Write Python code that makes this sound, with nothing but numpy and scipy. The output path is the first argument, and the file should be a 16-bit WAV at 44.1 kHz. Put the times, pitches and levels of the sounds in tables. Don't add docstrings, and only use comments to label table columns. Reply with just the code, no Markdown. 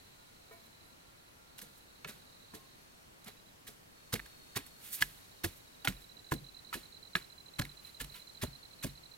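import sys
import numpy as np
from scipy import signal
from scipy.fft import rfft, irfft, next_fast_len
from scipy.io import wavfile
from scipy.ndimage import uniform_filter1d

SR = 44100
rng = np.random.default_rng(int(sys.argv[2]) if len(sys.argv) > 2 else 0)


def nominal_scale(level):
    x = np.asarray(level, float) / 20
    return 10 ** x


def unload_audio(sound):
    columns = np.transpose(np.atleast_2d(sound))
    steps = np.round(np.clip(columns, -1, 1) * 32767)
    wavfile.write(sys.argv[1], SR, steps.astype(np.int16))


N = 404397
FAST = next_fast_len(N)

# hz, level_db
AIR = [(15, -45), (25, -5.5), (130, -3.5), (560, -7.5), (1300, -10), (3600, -15), (12900, -20.5),
       (16000, -23.5)]
# hz, correlation
AIR_SAME = [(60, 1), (130, 0.59), (290, -0.11), (640, -0.52), (1400, -0.51), (3100, -0.28), (6800, -0.0053)]
# time_s, treble_db
AIR_SWELL = [(0, -1), (1.4, -2.5), (2.2, -1), (3.9, -2), (4.3, 1), (5.3, 1), (6, -0.5), (7.5, -0.5),
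             (8.2, 1), (9.17, -0.5)]
AIR_DB = -62

# time_s, level_db
CHORUS = [(0, -72), (1.3, -77), (1.7, -73), (2.63, -70), (3.75, -84), (4.01, -70), (4.31, -65.5),
          (5.0, -68.5), (6.3, -76), (6.9, -67), (7.41, -80), (8.2, -69), (8.6, -67), (9.17, -73)]
CHORUS_HZ = (4340, 3750)
CHORUS_WIDTH_HZ = (190, 150)
LOWER_STRAND_DB = -6
NEARER_S, SHIMMER_DB = 3.9, -73
KATYDID_S = [.83, 1.31, 1.79, 2.76, 5.17, 5.74, 8.53, 9.12]
KATYDID_HZ, KATYDID_DB = 11280, -77
# start_s, end_s, first_hz, last_hz, level_db
BIRD_CALLS = [
    (.1, .5, 1435, 1430, -76.5),
    (.6, 2.0, 1370, 1400, -77),
    (2.42, 2.76, 1085, 1056, -71.5),
]

# time_s, pitch_hz
CHIRP_HZ = [(0, 4010), (5, 3940), (5.8, 3930), (6.1, 3990), (6.6, 4035), (9.2, 4055)]
# first_chirp_s, last_chirp_s
PAIRS = [(.044, .421), (.581, .645), (.905, .905), (1.005, 1.07), (1.178, 1.263), (1.479, 1.564),
         (1.677, 1.677), (1.736, 1.961), (2.11, 2.11), (2.202, 2.276), (2.486, 2.549), (2.73, 2.73),
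         (3.22, 3.3), (3.377, 3.467), (5.157, 5.37), (5.511, 5.802), (5.875, 6.173), (6.756, 6.837),
         (7.225, 7.465), (7.541, 7.776), (7.95, 8.025), (8.201, 8.354), (8.452, 8.535), (8.634, 9.12)]
# first_chirp_s, last_chirp_s
TRIPLES = [(.486, .486), (.732, .812), (2.327, 2.406), (2.672, 2.672), (6.249, 6.343), (6.448, 6.652),
           (6.928, 7.137), (7.853, 7.853), (8.102, 8.102)]
# time_s, right_peak_db
EFFORT = [(0, -60), (.25, -63), (.65, -59), (.93, -59), (1.1, -63), (1.8, -61), (2.2, -57), (2.43, -55.5),
          (2.7, -61), (3.3, -57), (5.1, -57.5), (5.6, -54.5), (6.12, -47.5), (6.5, -46), (7.3, -47),
          (8.5, -45.5), (8.7, -48.3), (9.17, -47.5)]
STROKE_S, PAUSE_S = .022, .056
FULL_DB, WEAK_START_DB_PER_DB, WEAKEST_DB = -47.5, 3., 7.

# peak_s, swell_s, fade_s, level_db, pitch_hz, width_hz
SLEEVE = (4.956, .03, .035, -45, 12500, 3500)
# peak_s, swell_s, fade_s, fine_grit_db, coarse_crumbs_db (re fine)
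RUSTLES = [(.525, .04, .15, -66, -8), (.665, .08, .06, -68, -8), (1.786, .1, .02, -64, -9),
           (4.666, .012, .03, -54.5, -5), (4.862, .1, .2, -50.5, -6), (4.93, .02, .06, -44.5, -17),
           (4.945, .04, .05, -43, -20), (4.995, .05, .02, -53, 0.5), (5.09, .1, .4, -62, -2),
           (5.574, .07, .05, -62, -19), (6.02, .07, .08, -64, -13), (7.868, .08, .1, -59.5, -1),
           (8.162, .07, .09, -55.5, 1.5)]
RUSTLE_RANGE_DB = 25

# start_s, peak_db, pitch_hz, post_sway_db (re peak), post_ring_db (re peak)
THUMPS = [(1.621, -54, 210, -25, -9), (2.049, -51, 158, -15, -17), (2.087, -52.5, 213, -16, -6),
          (2.534, -51, 198, -16, -18), (3.262, -50, 211, -23, -14), (3.682, -58, 213, -15, -6),
          (4.131, -34, 112, -14, -25), (4.5615, -37.5, 120, -21, -26), (5.015, -41, 135, -12, -14),
          (5.44, -34, 200, -18, -26), (5.877, -35, 120, -8, -14), (6.318, -27, 130, -17, -14),
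          (6.75, -50, 215, -1, -9), (7.152, -39.5, 175, -13, -18), (7.5895, -30, 160, -18, -14),
          (8.005, -46, 108, -2, -5), (8.4275, -35, 105, -13, -10), (8.8415, -36, 135, -13, -14)]
# pitch_hz, twin_hz, t60_s
POST = [(45, 53, .45), (140, 128, .6), (255, 232, .2)]
# start_s, peak_db, rise_s, pitch_hz
CLODS = [(1.625, -50, .0089, 480), (2.054, -41, .0051, 420), (2.075, -49, .012, 600),
         (2.089, -45, .0056, 410), (2.539, -45, .013, 440), (3.279, -43.5, .0071, 420),
         (3.683, -47, .0072, 430), (4.136, -29, .005, 480), (4.564, -30, .004, 390),
         (5.021, -51, .006, 794), (5.441, -24.5, .006, 340), (5.847, -30, .0055, 800),
         (5.879, -33, .008, 250), (5.881, -30, .011, 190), (5.848, -38, .006, 280), (4.134, -31, .009, 230),
         (6.738, -45, .01, 90), (5.442, -30, .012, 90), (8.43, -36, .012, 65), (8.842, -38, .01, 65),
         (4.565, -36, .009, 270), (8.4335, -33, .004, 400), (6.321, -25.5, .006, 320),
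         (6.74, -42, .008, 400), (7.154, -36.5, .0075, 360), (7.592, -29, .008, 270),
         (7.592, -37, .004, 580), (7.619, -44, .0053, 750), (8.009, -42, .008, 260),
         (8.4325, -24, .005, 250), (8.8435, -30, .007, 265), (8.4335, -28, .002, 610),
         (8.434, -33, .003, 900), (6.729, -36, .005, 960), (8.008, -41, .005, 480),
         (8.8455, -31, .002, 600), (6.321, -36, .003, 600), (6.752, -40, .01, 340), (6.762, -41, .008, 250),
         (8.036, -45, .014, 165), (4.149, -36, .005, 450), (8.845, -37, .012, 95), (8.845, -33, .008, 200),
         (8.847, -38, .005, 410), (7.592, -33, .011, 100), (2.54, -45, .01, 310), (3.27, -48, .008, 750),
         (3.68, -52, .008, 700), (4.563, -37, .004, 790), (7.594, -38, .005, 1030)]
HARD_DB, HARD_RISE_S, SOFTER_S_PER_DB = -30, .0044, .00013
POST_BUILD_S, POST_FREE_S, OVERTONE_DB = .025, .135, -3

# start_s, push_s, fine_grit_db, coarse_crumbs_db, t60_s
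CRUSH = [(1.578, .006, -49, -58, .074), (2.068, .027, -49, -50, .21), (2.537, .015, -51, -57, .15),
         (3.258, .027, -53.5, -52, .14), (3.665, .016, -48, -57, .17), (4.123, .018, -33, -37.5, .04),
         (4.554, .021, -35, -36.5, .034), (5.004, .02, -34.5, -44, .065), (5.434, .015, -34, -38.5, .07),
         (5.873, .013, -37, -37.5, .03), (6.31, .018, -39.5, -46, .028), (6.726, .018, -43, -45, .2),
         (7.15, .013, -44.5, -43, .15), (7.585, .014, -36, -37, .016), (7.996, .019, -40.5, -47, .065),
         (8.413, .024, -40, -40, .063), (8.824, .021, -39.5, -44, .09)]
# start_s, fine_grit_db, coarse_crumbs_db, t60_s
BOUNCES = [(1.588, -48, -55, .016), (1.614, -47.5, -54.5, .12), (3.241, -53, -72, .039),
           (4.153, -54, -45.5, .039), (4.256, -60, -54, .07), (4.578, -71, -51, .073),
           (5.846, -40, -39, .07), (5.894, -54, -65, .07), (5.92, -62, -60, .023), (6.335, -44.5, -50, .03),
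           (7.612, -44, -43, .016), (7.648, -57, -53, .023), (8.042, -49, -55, .015),
           (8.863, -59, -60, .05)]
BOUNCE_PUSH_S = .005
# hz, level_db
GRIT = [(3500, 5.5), (5000, -1), (7000, -0.5), (10000, 0.5), (13000, 1.5), (16000, -4.5)]
# hz, level_db
CRUMBS = [(400, -17), (700, -9.5), (1000, -4), (1700, 1.5), (2500, -0.5), (4000, -4.5), (5500, -12.5),
          (8000, -46)]

# start_s, peak_db, loudest_mode_hz, tick_db (re peak),
# t60_s
CRACKS = [(2.537, -42, 1060, -20, .03), (6.728, -30, 1340, -23, .04), (6.7435, -36, 3000, -20, .03),
          (7.59, -31, 2200, -22, .03), (7.619, -30, 1680, -22, .024), (7.1668, -28, 1690, -30, .035),
          (5.0355, -38, 2600, -20, .014), (5.0165, -32, 4830, -8, .012), (4.5505, -42, 1800, -25, .02),
          (4.5655, -30, 1900, -25, .016), (4.5715, -29, 2000, -25, .02), (4.1515, -35, 4400, -20, .014),
          (4.1675, -37, 2200, -20, .014), (4.2615, -43, 1730, -18, .016),
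          (4.1604, -28, 2100, -18, 0.013), (4.1946, -26, 1900, -28, 0.009),
           (4.199, -26.5, 1800, -28, 0.011), (5.443, -24.5, 1700, -25, .03), (5.0524, -46, 1890, -13, 0.01),
           (7.652, -35, 2170, -13, 0.016), (8.009, -38, 1750, -15, 0.03), (1.6008, -38, 4200, -12, 0.008),
           (4.5615, -34, 4350, -5, 0.02), (7.5956, -26, 4140, -21.5, 0.022),
           (7.6204, -31, 4200, -16, 0.025), (8.4208, -37, 4300, -9, 0.026)]
# mode_hz, level_db, t60_s
WOOD = [(1060, -19, 0.06), (1400, -8, 0.05), (1694, -3, 0.04), (2170, -7.5, 0.05), (3070, -11, 0.028),
        (3670, -6, 0.028), (4000, -4.5, 0.013)]
# mode_hz, level_db, t60_s, build_up_s
STICK = [(226, -16, .9, .02), (440, -2, 0.13, 0.001), (672, -1.5, 0.4, .012), (1010, -8, .3, .004),
         (1270, -8, .1, .001), (1430, -6, 0.2, .012), (1841, -8, 0.25, .006), (2260, -7, 0.3, .004)]
STICK_S, STICK_DB = .514, -51.5

# start_s, peak_db, tick_db (re peak), lag_s (at 1 kHz), rattle_db (re peak)
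KNOCKS = [
    (2.0451, -31, -19, .0012, -13),
    (5.0224, -12.5, -14, .0008, -24),
    (5.8737, -14, -23, .0003, -20),
    (6.3197, -19.5, -31, .0003, -23),
    (7.1532, -14, -32, .0004, -23),
    (6.7383, -28.5, -28, .001, -18),
    (8.0006, -34.5, -11, .002, -16),
    (8.146, -51, -20, .004, -12),
]
# mode_hz, level_db, t60_s
LANDINGS = [
    [(620, -10, .04), (1000, -8, .05), (1373, -3, .05), (1733, -3, .05), (2207, 0, .03), (2584, -1, .035),
     (3000, -5, .035), (3526, -8, .03), (4226, -5, .03)],
    [(1001, -14, .024), (1300, -23, .02), (1710, 1, .025), (2000, 1, .013), (2570, -9, .018),
     (2912, -9, .02), (3225, -6, .018), (3720, -10, .011), (4300, -10, .011), (4750, -14, .01)],
    [(673, -12, .02), (985, -16, .025), (1430, -6, .045), (1884, -9, .018), (2169, 1, .018),
     (2498, -7, .018), (3095, -6, .017), (3440, -11, .015), (4000, -8, .018), (4452, -12, .015)],
    [(549, -9, .022), (1017, 0, .019), (1453, -10, .028), (1690, -8, .026), (2121, -12, .025),
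     (2627, -16, .025)],
    [(689, -18, .018), (980, -21, .02), (1294, -6, .024), (1686, 2, .025), (2170, -6, .017),
     (2500, -11, .018), (2772, -11, .017), (3430, -10, .018), (3730, -11, .016), (4000, -8, .018)],
    [(980, -5, .03), (1340, -1, .03), (1710, -2, .07), (2190, -4, .04), (2570, -4, .03), (3000, -3, .045),
     (3900, -5, .015)],
    [(1400, -13, .03), (1730, 0, .07), (2090, -5, .035), (2580, -7, .035), (3060, -6, .05),
     (3300, -3, .025), (4060, -6, .03)],
    [(1000, -2, .12), (1390, 0, .1), (3050, -3, .12)],
]
CONTACT_S, LINGER_DB = .0008, -13

# hz, left_lead_rad, left_minus_right_db
PORTS = [(60, 0.18, 0), (200, 0.67, -0.7), (694, 1.38, -1), (2000, 1.3, -3.5), (4550, 1.09, -1.5),
         (10000, 0.7, -6)]


def evened(x):
    return x / np.sqrt(np.mean(x ** 2) + 1e-20)


def read(points, hz, column=1):
    table = np.transpose(points)
    return np.interp(np.log(hz + 1), np.log(table[0] + 1), table[column])


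def follow(curve, time_s):
    return np.interp(time_s, *np.transpose(curve))


def seconds(length_s):
    return np.arange(round(length_s * SR)) / SR


def add(mix, start_s, sound):
    part = mix[round(start_s * SR):][:len(sound)]
    part += sound[:len(part)]


def coloured(x, gain):
    return irfft(rfft(x, FAST) * gain(np.fft.rfftfreq(FAST, 1 / SR)), FAST)[..., :N]


def band(x, low_hz, high_hz):
    b, a = signal.butter(2, [low_hz / SR * 2, high_hz / SR * 2], "bandpass")
    return evened(signal.lfilter(b, a, x))


def click(low_hz, high_hz, length):
    shape = band(signal.unit_impulse(length), low_hz, high_hz)
    return shape / abs(shape).max()


def ring(hz, t60_s, phase=0., length_s=.5):
    t = seconds(length_s)
    return nominal_scale(-60 * t / t60_s) * np.sin(2 * np.pi * hz * t + phase)


def whistle(hz, width_hz):
    return evened(coloured(rng.standard_normal(N), lambda f: 1 / (1 + ((f - hz) / width_hz * 2) ** 4)))


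def grains(spectrum, per_s, spread_db, low_hz, high_hz, cycles):
    size = nominal_scale(spread_db * np.minimum(rng.exponential(1, N), 3)) * rng.standard_normal(N)
    size *= rng.random(N) < per_s / SR
    kind, out = rng.integers(0, 16, N), np.zeros(N)
    for k, hz in enumerate(np.geomspace(low_hz, high_hz, num=16)):
        radius, turn = nominal_scale(-60 * hz / cycles / SR), 2 * np.pi * hz / SR
        resonance = [1, -2 * radius * np.cos(turn), radius * radius]
        poles = np.convolve(resonance, resonance)
        grain = signal.lfilter([1], poles, signal.unit_impulse(1024))
        gain = np.sqrt(hz) / np.linalg.norm(grain)
        out += signal.lfilter([gain], poles, size * (kind == k) + 1e-18)
    return evened(coloured(out, lambda f: nominal_scale(read(spectrum, f))))


def air():
    frames, hz = N // 256 + 5, np.fft.rfftfreq(1024, 1 / SR)
    a, b, c, d, patches = rng.standard_normal((frames, 513, 5)).T
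    patches = uniform_filter1d(patches, 12, 0)
    patches = evened(uniform_filter1d(patches, 14, 1))
    swell_db = follow(AIR_SWELL, np.arange(frames) * 256 / SR)
    same = np.clip(read(AIR_SAME, hz), -1, 1)[:, None]
    left = a + 1j * b
    right = same * left + np.sqrt(1 - same ** 2) * (c + 1j * d)
    treble_db = np.outer(np.clip(hz / 5000, .3, 1), swell_db)
    z = np.array([left, right]) * nominal_scale(read(AIR, hz)[:, None] + 0.55 * patches + treble_db)
    return nominal_scale(AIR_DB + 3.5) * evened(signal.istft(z, nperseg=1024, noverlap=768)[1][:, :N])


def chorus():
    t = np.arange(N) / SR
    level = nominal_scale(follow(CHORUS, t)) * (1 + 0.19 * np.sin(2 * np.pi * 41 * t))
    out = np.zeros((2, N))
    for side in out:
        upper, lower = (whistle(hz, width) for hz, width in zip(CHORUS_HZ, CHORUS_WIDTH_HZ))
        side += level * (upper + nominal_scale(LOWER_STRAND_DB) * lower)
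    shimmer = nominal_scale(SHIMMER_DB - 2.5 * t) * (t < NEARER_S) * whistle(4010, 330)
    return out + nominal_scale([[-6], [0]]) * shimmer


def katydids():
    gate = np.zeros(N)
    for start_s in KATYDID_S:
        add(gate, start_s, signal.windows.tukey(round(.09 * SR), .4))
    return nominal_scale(KATYDID_DB) * gate * whistle(KATYDID_HZ, 150)


def bird_calls():
    out = np.zeros(N)
    for start_s, end_s, first_hz, last_hz, db in BIRD_CALLS:
        hz = np.linspace(first_hz, last_hz, round((end_s - start_s) * SR))
        call = np.sin(2 * np.pi * np.cumsum(hz) / SR) * signal.windows.tukey(len(hz), .5)
        call *= 1 + .5 * evened(uniform_filter1d(rng.standard_normal(len(hz)), size=900))
        add(out, start_s, nominal_scale(db) * call)
    return out


def cricket():
    out, t = np.zeros(N), seconds(.015)
    chirps = []
    for strokes, bouts in ((2, PAIRS), (3, TRIPLES)):
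        beat_s = PAUSE_S + (strokes - 1) * STROKE_S
        for first_s, last_s in bouts:
            count = round((last_s - first_s) / beat_s) + 1
            chirps += [(s, strokes) for s in np.linspace(first_s, last_s, count)]
    for start_s, strokes in chirps:
        hz, db = follow(CHIRP_HZ, start_s), follow(EFFORT, start_s)
        weaker_db = np.clip(WEAK_START_DB_PER_DB * (FULL_DB - db), 0, WEAKEST_DB)
        for k in range(strokes):
            pulse = np.sin(2 * np.pi * (hz * 1.025 * t - 6500 * t ** 2) + 6 * rng.random())
            pulse *= 1 + 0.11 * np.sin(2 * np.pi * (150 * t + rng.random()))
            stroke_db = db + rng.normal(0, 1.0) - (k == 0 and start_s > NEARER_S) * weaker_db
            pulse *= signal.windows.tukey(len(t), .6)
            add(out, start_s + k * STROKE_S - .0075, nominal_scale(stroke_db) * pulse)
    echo = np.roll(out, round(.031 * SR))
    return nominal_scale([[-15], [0]]) * out + nominal_scale([[-20], [-16]]) * echo


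def sleeve():
    peak_s, swell_s, fade_s, db, hz, width_hz = SLEEVE
    u = np.arange(N) / SR - peak_s
    return nominal_scale(db - RUSTLE_RANGE_DB * np.maximum(-u / swell_s, u / fade_s)) * whistle(hz, width_hz)


def rustle_levels():
    swish, slide = np.zeros(N), np.zeros(N)
    for peak_s, swell_s, fade_s, grit_db, rel_db in RUSTLES:
        u = np.arange(-swell_s, fade_s, 1 / SR)
        level = nominal_scale(grit_db - RUSTLE_RANGE_DB * np.maximum(-u / swell_s, u / fade_s))
        add(swish, peak_s - swell_s, level)
        add(slide, peak_s - swell_s, nominal_scale(rel_db) * level)
    return swish, slide


def crush_levels():
    t, grit, crumbs = seconds(.4), np.zeros(N), np.zeros(N)
    bounces = [(s, BOUNCE_PUSH_S, *rest) for s, *rest in BOUNCES]
    for start_s, push_s, grit_db, crumbs_db, t60_s in CRUSH + bounces:
        after = np.maximum(t - push_s, 0)
        dig = np.minimum(t / push_s, 1)
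        stop = .75 * nominal_scale(-60 * after / (.35 * t60_s)) + .25 * nominal_scale(-60 * after / (2.2 * t60_s))
        fall = stop + nominal_scale(-25.5 - 60 * after / 0.48)
        add(grit, start_s, nominal_scale(grit_db) * dig ** .8 * fall)
        add(crumbs, start_s, nominal_scale(crumbs_db) * dig ** .6 * fall)
    return grit, crumbs


def soil():
    (grit, crumbs), (swish, slide) = crush_levels(), rustle_levels()
    noise = rng.standard_normal(N)
    smooth = evened(coloured(noise, lambda f: nominal_scale(read(CRUMBS, f)) * np.minimum(f / 3000, 1)))

    def fine_grit():
        x = grains(GRIT, 18000, 2.2, 4000, 15000, 6)
        return grit * x + swish * evened(np.diff(x, prepend=0))

    coarse = (crumbs + .4 * slide) * grains(CRUMBS, 8000, 2.0, 700, 6000, 11)
    return coarse + .8 * slide * smooth + .85 * fine_grit(), .45 * fine_grit()


def thumps():
    out, t = np.zeros(N), seconds(.5)
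    for start_s, db, hz, sway_db, ring_db in THUMPS:
        phase, twin_phase = rng.random(2) * 2 * np.pi
        rise_s = HARD_RISE_S + SOFTER_S_PER_DB * (HARD_DB - db)
        swell = t / rise_s * np.exp(1 - t / rise_s)
        lumps = band(rng.standard_normal(len(t)), 60, 273)
        push = swell * (0.3 * lumps - np.sin(2 * np.pi * hz * t))
        after = nominal_scale(-11.5 - 60 * t / 0.27) * lumps
        free = (1 - np.exp(-t / POST_BUILD_S)) ** 2 / (1 + (t / POST_FREE_S) ** 8)
        levels_db = (sway_db, ring_db, ring_db + OVERTONE_DB)
        for level_db, shape, (f, twin_hz, t60_s) in zip(levels_db, (1, free, free), POST):
            uneven = .45 * nominal_scale(-60 * t / t60_s) * band(lumps, .8 * f, 1.25 * f)
            pair = ring(f, t60_s, phase) + 0.22 * ring(twin_hz, .7 * t60_s, twin_phase)
            after += nominal_scale(level_db) * shape * (pair + uneven)
        add(out, start_s, nominal_scale(db) * (push + (1 - np.exp(-t / rise_s)) * after))
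    return out


def clods():
    out, t = np.zeros(N), seconds(.5)
    for start_s, db, rise_s, hz in CLODS:
        tail = nominal_scale(-27 - 60 * t / 0.2) * (1 - np.exp(-t / rise_s))
        swell = t / rise_s * np.exp(1 - t / rise_s) + tail
        rough = .45 * band(rng.standard_normal(len(t)), 0.71 * hz, 1.82 * hz)
        clod = swell * (rough - np.sin(2 * np.pi * hz * t))
        add(out, start_s, nominal_scale(db - 5.5) * clod / abs(clod).max())
    return out


def stick_ring():
    out, t = np.zeros(N), seconds(.5)
    stick = 0
    for hz, db, t60_s, build_s in STICK:
        pair = ring(hz, .85 * t60_s) + .4 * ring(hz * rng.uniform(1.02, 1.05), .6 * t60_s)
        stick = stick + nominal_scale(db) * pair * (1 - np.exp(-t / build_s))
    add(out, STICK_S - .004, nominal_scale(STICK_DB) * stick)
    return out


def cracks():
    out, t = np.zeros(N), seconds(.1)
    onset = np.sin(np.pi / 2 * np.minimum(t / .0007, 1)) ** 2
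    for start_s, db, hz, tick_db, t60_s in CRACKS:
        body = ring(hz, .95 * t60_s, length_s=.1) + nominal_scale(-18) * ring(.985 * hz, 2.1 * t60_s, length_s=.1)
        for f, mode_db, decay_s in WOOD:
            a, b = rng.random(2)
            level = nominal_scale(mode_db - 5 * a - 4 * abs(np.log2(f / hz)))
            body = body + level * ring(f * (.97 + .06 * b), decay_s * t60_s / .045, length_s=.1)
        noise = rng.standard_normal(len(t))
        snap = .5 * click(.75 * hz, 2.5 * hz, len(t))
        snap += nominal_scale(-9 - 60 * t / (.5 * t60_s)) * band(noise, .85 * hz, 1.7 * hz)
        tick = click(5000, 15000, len(t)) + nominal_scale(-8 - 60 * t / .011) * band(noise, 5000, 15000)
        add(out, start_s, nominal_scale(db) * (onset * (body / abs(body).max() + snap) + nominal_scale(tick_db + 6) * tick))
    return out


def knocks():
    out, t = np.zeros(N), seconds(.12)
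    for (start_s, db, tick_db, lag_s, rattle_db), modes in zip(KNOCKS, LANDINGS):
        body = 0
        for hz, mode_db, t60_s in modes:
            late_s = lag_s * 1000 / hz
            u = np.maximum(t - late_s, 0)
            onset = np.sin(np.pi / 2 * np.minimum(u / (CONTACT_S + late_s), 1)) ** 2
            decay = nominal_scale(-60 * u / (.8 * t60_s)) + nominal_scale(LINGER_DB - 60 * u / (1.9 * t60_s))
            body = body + nominal_scale(mode_db) * onset * decay * np.cos(2 * np.pi * hz * (u - CONTACT_S))
        noise = rng.standard_normal(len(t))
        rattle = nominal_scale(rattle_db - 60 * t / .045) * band(noise, 1200, 4600) * np.minimum(t / CONTACT_S, 1)
        tick = click(4200, 15000, len(t)) + nominal_scale(-8 - 60 * t / .011) * band(noise, 4200, 15000)
        tick = np.roll(tick, round(CONTACT_S * SR / 2))
        add(out, start_s, nominal_scale(db) * (body / abs(body).max() + rattle + nominal_scale(tick_db + 6) * tick))
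    return out


def ports(x):
    def half(hz):
        return np.exp(.5j * read(PORTS, hz)) * nominal_scale(read(PORTS, hz, column=2) / 2)
    return coloured(x, lambda hz: half(hz) ** np.array([[1], [-1]]))


def yard(x):
    t = seconds(.25)
    tail = rng.standard_normal((2, len(t))) * (rng.random((2, len(t))) < .3)
    tail *= nominal_scale(-60 * t / .18) * (t > .003)
    return signal.oaconvolve(x[None], tail / np.linalg.norm(tail[0]), axes=1)[:, :N]


def scene():
    field = air() + chorus() + katydids() + bird_calls() + cricket()
    direct, scattered = soil()
    wood = cracks() + stick_ring() + knocks()
    work = ports(nominal_scale(1.5) * (direct + wood + sleeve()) + thumps() + clods())
    work += nominal_scale([[1], [4]]) * scattered * np.array([[1], [-1]])
    work += nominal_scale(-24) * yard(wood + direct)
    return field + work


def band_limit(x):
    return signal.sosfilt(signal.butter(12, 16980, fs=SR, output="sos"), x)


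def record(dry):
    edge = signal.firwin(2047, 15970, window=("kaiser", 9), fs=SR)
    mix = signal.oaconvolve(dry, edge[None], "same")
    return band_limit(mix)


dry = scene()
out = record(dry)
unload_audio(out)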